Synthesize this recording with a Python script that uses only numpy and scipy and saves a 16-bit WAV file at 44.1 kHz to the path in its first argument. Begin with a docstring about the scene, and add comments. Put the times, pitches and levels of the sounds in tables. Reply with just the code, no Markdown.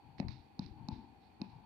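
"""A small quiet room hums, and a hand rustles close to the microphone. At 0.2 s a fingertip lands on a
tablet: the glass gives a tiny tick and the whole tablet a dull thump. The finger then flicks across the
glass, brushing faintly, juddering and rubbing the case. It lands and flicks again near 0.6, 0.9 and 1.4 s,
while the moving hand adds soft low bumps, mostly on the left. The last rub fades into the steady hum."""
import sys
import numpy as np
from scipy import signal
from scipy.fft import rfft, irfft
from scipy.io import wavfile

SR = 44100
rng = np.random.default_rng(int(sys.argv[2]) if len(sys.argv) > 2 else 0)


def master_out(mix):
    """Clip the mix to full scale and print it as 16-bit PCM to the path in sys.argv[1]."""
    frames = np.transpose(np.atleast_2d(mix))
    ceiling = np.clip(frames, -1, 1)
    pcm = np.round(ceiling * 32767).astype(np.int16)
    wavfile.write(sys.argv[1], SR, pcm)


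N = 72765
T = np.arange(N) / SR
FREQS_HZ = np.fft.rfftfreq(N, 1 / SR)
GLASS_PAN_DB, CLACK_PAN_DB = -31, -39.5  # both far to the right

# Tone of a hard clack on the tablet: pitch_hz, level_db
CLACK_TONE = [(150, -53.5), (450, -20.5), (950, 3.5), (1350, -12), (1750, -1.5), (2050, 2), (2650, -4.5),
              (3200, -23.5), (7000, -30.5)]


def undb(db):
    """Turn decibels into a number to multiply a sound by."""
    return 10 ** (np.asarray(db) / 20)


def unit(x):
    """Scale a sound so that its average level (rms) is 1."""
    return x / np.sqrt(np.mean(x ** 2))


def pan(x, db):
    """Place a sound by turning down the far side: plus is left, minus is right."""
    return x * undb(np.array([[min(db, 0)], [min(-db, 0)]]))


def click(tone):
    """A click with the given tone (its level at each pitch) and a peak of 1."""
    hz, db = np.array(tone, float).T
    freqs = np.maximum(np.fft.rfftfreq(4096, 1 / SR), 1)
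    gains = undb(np.interp(np.log(freqs), np.log(hz), db))
    cepstrum = irfft(np.log(gains))
    # Folding onto the first half packs the energy at the start of the click.
    half = len(cepstrum) // 2
    cepstrum[1:half] *= 2
    cepstrum[half + 1:] = 0
    pulse = irfft(np.exp(rfft(cepstrum)))
    return pulse / np.abs(pulse).max()


def colour(x, tone):
    """Filter a sound to give it a tone."""
    return irfft(rfft(x, N) * rfft(click(tone), N), N)


def cut_treble(x, top_hz):
    """Take away the sound above top_hz."""
    return signal.sosfilt(signal.butter(8, top_hz, fs=SR, output="sos"), x)


def narrow_band(noise, pitch_hz, width_hz):
    """Keep the noise near one pitch, at an average level of 1."""
    return unit(irfft(rfft(noise) / (1 + ((FREQS_HZ - pitch_hz) / width_hz) ** 2), N))


def stereo_noise(shared):
    """Left and right noise; shared runs from 0 (unrelated) to 1 (the same)."""
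    return np.sqrt(shared) * rng.standard_normal(N) + np.sqrt(1 - shared) * rng.standard_normal((2, N))


def at(start_s, x):
    """Place a short sound at its time."""
    return np.pad(x, (int(start_s * SR), N))[:N]


def swell(start_s, rise_s, fade_s):
    """A level that rises in a straight line, then dies away."""
    age = T - start_s
    return np.clip(age / rise_s, 0, 1) * np.exp(-np.maximum(age - rise_s, 0) / fade_s)


def thud(start_s, pitch_hz, peak_s, shape):
    """A soft push on something that barely rings: it swells and dies within a few swings."""
    age = np.maximum(T - start_s, 0)
    level = (age / peak_s * np.exp(1 - age / peak_s)) ** shape
    return -level * np.sin(2 * np.pi * pitch_hz * age)


def ring(notes):
    """The notes of a struck object start together; each falls 60 dB in its ring_s."""
    return sum(undb(level_db) * np.sin(2 * np.pi * pitch_hz * T) * np.exp(-np.log(1000) * T / ring_s)
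               for pitch_hz, ring_s, level_db in notes)


def room_hum():
    """Steady room noise, its bass stronger on the left, with narrow bands of hum and whine."""
    # Tone of the room noise: pitch_hz, level_db
    room_tone = [(20, -18.5), (75, 1), (150, -3.5), (270, -2.5), (420, -10.5), (580, -17.5), (720, -12),
                 (880, -7.5), (1200, -22.5), (2600, -25.5), (4000, -30.5), (5200, -40), (7000, -43.5),
                 (15000, -45)]
    # Bands of hum and whine: pitch_hz, width_hz, level_db, pan_db
    hum_bands = [(213, 7.4, -77, -9.5), (795.4, 37, -69, -1.5), (2447, 120, -79, -15.5),
                 (4420, 140, -79, -20)]
    bass_share = 1 / (1 + (FREQS_HZ / 830) ** 2)  # below 830 Hz the two sides are mostly alike
    bass = rfft(pan(stereo_noise(shared=0.86), db=9.5)) * np.sqrt(bass_share)
    treble = rfft(stereo_noise(shared=0)) * np.sqrt(1 - bass_share)
    out = undb(-64) * unit(colour(irfft(bass + treble, N), room_tone))
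    for pitch_hz, width_hz, level_db, pan_db in hum_bands:
        band = narrow_band(stereo_noise(shared=0.4), pitch_hz, width_hz)
        out += pan(undb(level_db) * band, pan_db)
    return out


def room_echo(x):
    """The room answers a sound with a short, blurred echo."""
    # Tone of the echo: pitch_hz, level_db
    echo_tone = [(60, -2.5), (250, -4.5), (900, 2), (2200, -1.5), (4500, -16.5), (9000, -19)]
    ring_s = 0.22
    tail = stereo_noise(shared=0.58) * swell(start_s=0.0043, rise_s=0.014, fade_s=ring_s / np.log(1000))
    tail /= np.sqrt(np.sum(tail[0] ** 2))
    peak_gain = np.abs(rfft(click(echo_tone))).max()
    tail = colour(tail, echo_tone) / peak_gain
    return undb(-5) * signal.fftconvolve(x, tail, axes=1)[:, :N]


def hand_bumps():
    """The moving hand and the pad of the finger touching down make soft low bumps."""
    # Soft bumps: start_s, pitch_hz, level_db, pan_db
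    bumps = [(.193, 300, -43.5, 5.5), (0.2196, 228, -43, -0.5), (0.241, 96, -31.5, 15),
             (0.263, 96, -29.5, 31), (0.2878, 108, -28.5, 40), (0.394, 85.5, -46.5, 9),
             (0.5872, 270, -49.5, -5), (0.657, 78, -43.5, 18.5), (0.709, 74, -38.5, 17),
             (.840, 108, -39, 22), (0.883, 322, -48, 0), (0.92, 184, -41.5, 6), (0.922, 97, -30, 23),
             (0.974, 55, -47.5, 4), (1.4009, 232, -41, 17), (1.41, 198, -41.5, 1)]
    return sum(pan(undb(level_db) * thud(start_s, pitch_hz, peak_s=0.6 / pitch_hz, shape=2.7), pan_db)
               for start_s, pitch_hz, level_db, pan_db in bumps)


def hand_rubbing():
    """The dragging finger and shifting hand stir a low rumble, the body of the case and a soft rustle."""
    # Moves of the hand: start_s, rise_s, fade_s, rumble_db, body_db, rustle_db
    rubs = [(0.019, 0.025, 0.24, -57, -70, -66), (0.178, 0.049, 0.063, -47.5, -46, -59),
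            (0.288, 0.02, 0.036, -44.5, -73, -61), (0.602, 0.042, 0.12, -51.5, -51, -71.5),
            (0.729, 0.063, 0.1, -51.5, -55.5, -60), (0.889, 0.029, 0.083, -53.5, -48, -55.5),
            (.96, 0.083, 0.035, -73, -58.5, -63.5), (1.398, 0.018, 0.078, -54.5, -59, -58.5),
            (1.488, 0.023, 0.41, -54.5, -80, -61.5)]
    # Tones of the rumble, the case body and the rustle: pitch_hz, level_db
    rumble_tone = [(20, -24.5), (50, -7.5), (85, 3), (150, 5), (220, -8), (400, -35.5), (1500, -66)]
    body_tone = [(40, -23.5), (130, -10.5), (200, 6), (290, 5), (370, -4), (480, -21.5), (1200, -46),
                 (4000, -68.5)]
    rustle_tone = [(300, -24.5), (580, -24.5), (760, -4), (890, 12), (1060, -6), (1220, -17), (2500, -21.5),
                   (4500, -29.5), (7000, -50.5)]
    power = sum((undb(levels_db)[:, None] * swell(start_s, rise_s, fade_s)) ** 2
                for start_s, rise_s, fade_s, *levels_db in rubs)
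    rumble_level, body_level, rustle_level = np.sqrt(power)
    rumble = pan(unit(colour(stereo_noise(shared=0.77), rumble_tone)), db=11)
    body = pan(unit(colour(stereo_noise(shared=0.9), body_tone)), db=6)
    rustle = pan(unit(colour(stereo_noise(shared=0.55), rustle_tone)), db=4.5)
    return rumble_level * rumble + body_level * body + rustle_level * rustle


def skin_juddering():
    """The dragging skin sticks and slips at a loose, wandering rate."""
    # Judders of the skin: start_s, rise_s, fade_s, rate_hz, level_db
    judders = [(0.299, 0.014, 0.075, 133.5, -51.5), (0.641, 0.13, 0.074, 302, -64),
               (0.779, 0.05, 0.056, 147, -53), (0.941, .05, 0.071, 256, -52.5),
               (1.46, 0.11, 0.17, 157, -60)]
    out = 0
    for start_s, rise_s, fade_s, rate_hz, level_db in judders:
        band = narrow_band(rng.standard_normal(N), rate_hz, width_hz=16.4)
        out += undb(level_db) * band * swell(start_s, rise_s, fade_s)
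    return pan(out, db=8)


def skin_brushing():
    """Skin sliding on glass makes a dense run of tiny slips of uneven size."""
    # Flicks across the glass: start_s, rise_s, fade_s, level_db
    flicks = [(0.177, 0.013, 0.017, -57.5), (0.281, 0.029, 0.062, -57), (0.601, 0.026, 0.047, -57.5),
              (0.898, 0.033, 0.058, -60.5), (1.19, 0.05, 0.055, -72.5), (1.425, 0.018, 0.044, -66.5),
              (1.47, 0.033, 0.055, -69.5)]
    # Tone of skin on glass: pitch_hz, level_db
    brush_tone = [(500, -16), (1400, -14), (1900, -8.5), (2600, -3.5), (3150, -11), (3950, 1.5), (4700, -2),
                  (5600, -12), (6600, -29), (9000, -46)]
    slips = rng.standard_normal(N)
    size_db = np.repeat(rng.standard_normal(N // 32 + 1), 32)[:N]  # a new size every 32 samples
    hiss = unit(colour(slips * undb(size_db), brush_tone))
    power = sum((undb(level_db) * swell(start_s, rise_s, fade_s)) ** 2
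                for start_s, rise_s, fade_s, level_db in flicks)
    return pan(hiss * np.sqrt(power), db=-20)


def glass_tick(top_hz):
    """A very short tick of the glass; a softer touch has a lower top_hz."""
    # Tone of the tick: pitch_hz, level_db
    tick_tone = [(500, -43), (1400, -11), (3200, -38.5), (3800, 5.5), (4400, 5), (5600, -4.5), (6600, -20),
                 (7600, -15), (8800, -60)]
    return cut_treble(click(tick_tone), top_hz)


def skin_catches():
    """The skin catches on the glass: a small tick and clack without a thump."""
    # Light catches: start_s, tick_db, clack_db
    catches = [(0.1833, -51.5, -42.5), (0.1965, -53, -44.5), (0.2834, -36.5, -66), (0.2851, -40.5, -38),
               (0.2899, -43.5, -56.5), (0.3202, -47, -69), (0.6625, -42, -51)]
    out = 0
    for start_s, tick_db, clack_db in catches:
        out += pan(undb(tick_db) * at(start_s, glass_tick(top_hz=5750)), GLASS_PAN_DB)
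        out += pan(undb(clack_db) * at(start_s, click(CLACK_TONE)), CLACK_PAN_DB)
    return out


def tablet_thump(start_s, pitch_hz):
    """The whole tablet gives under the finger in a short thump that carries no deep bass."""
    push = thud(start_s, pitch_hz, peak_s=0.0043, shape=3.14)
    bass_cut = signal.butter(2, 80, "high", fs=SR, output="sos")
    return signal.sosfiltfilt(bass_cut, push)


def finger_taps():
    """Each landing thumps the tablet, ticks the glass and rings the case, with a clack and a knock."""
    # Landings: start_s, thump_hz, thump_db, tick_db, tick_top_hz, case_db, clack_db, knock_db, glass_db
    taps = [(.2000, 196, -22, -33, 6900, -44.5, -32.5, -33.5, -48),
            (0.5927, 191.4, -25.5, -29.5, 6140, -41.5, -67, -51.5, -56.5),
            (0.8861, 196, -28, -31, 8900, -36.5, -55.5, -61, -54),
            (1.416, 225.4, -27, -31, 5500, -42, -48.5, -48, -45)]
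    # Ringing notes of the glass, the case and the hollow knock: pitch_hz, ring_s, level_db
    glass_notes = [(2520, 0.024, 0.92)]
    case_notes = [(852, 0.039, -1), (955, 0.037, -13)]
    knock_notes = [(590, 0.022, -2.5), (742, 0.022, -1)]
    out = 0
    for start_s, thump_hz, thump_db, tick_db, tick_top_hz, case_db, clack_db, knock_db, glass_db in taps:
        out += pan(undb(thump_db) * tablet_thump(start_s, thump_hz), db=5.5)
        out += pan(undb(tick_db) * at(start_s, glass_tick(tick_top_hz)), GLASS_PAN_DB)
        out += pan(undb(glass_db) * at(start_s, ring(glass_notes)), GLASS_PAN_DB)
        out += pan(undb(case_db) * at(start_s, ring(case_notes)), db=5.5)
        out += pan(undb(clack_db) * at(start_s, click(CLACK_TONE)), CLACK_PAN_DB)
        out += pan(undb(knock_db) * at(start_s, ring(knock_notes)), db=2.5)
    return out


def scene():
    """Taps and flicks in the room; soft skin leaves the hits no high treble."""
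    hits = cut_treble(finger_taps() + skin_catches(), top_hz=8400)
    echo = room_echo(hits)
    sliding = skin_brushing() + hand_rubbing() + skin_juddering()
    return hits + echo + sliding + hand_bumps() + room_hum()


def record(dry):
    """The recorder cuts the treble above 15400 Hz."""
    return signal.sosfilt(signal.ellip(8, 0.2, 70, 15400, fs=SR, output="sos"), dry)


dry = scene()
out = record(dry)
master_out(out)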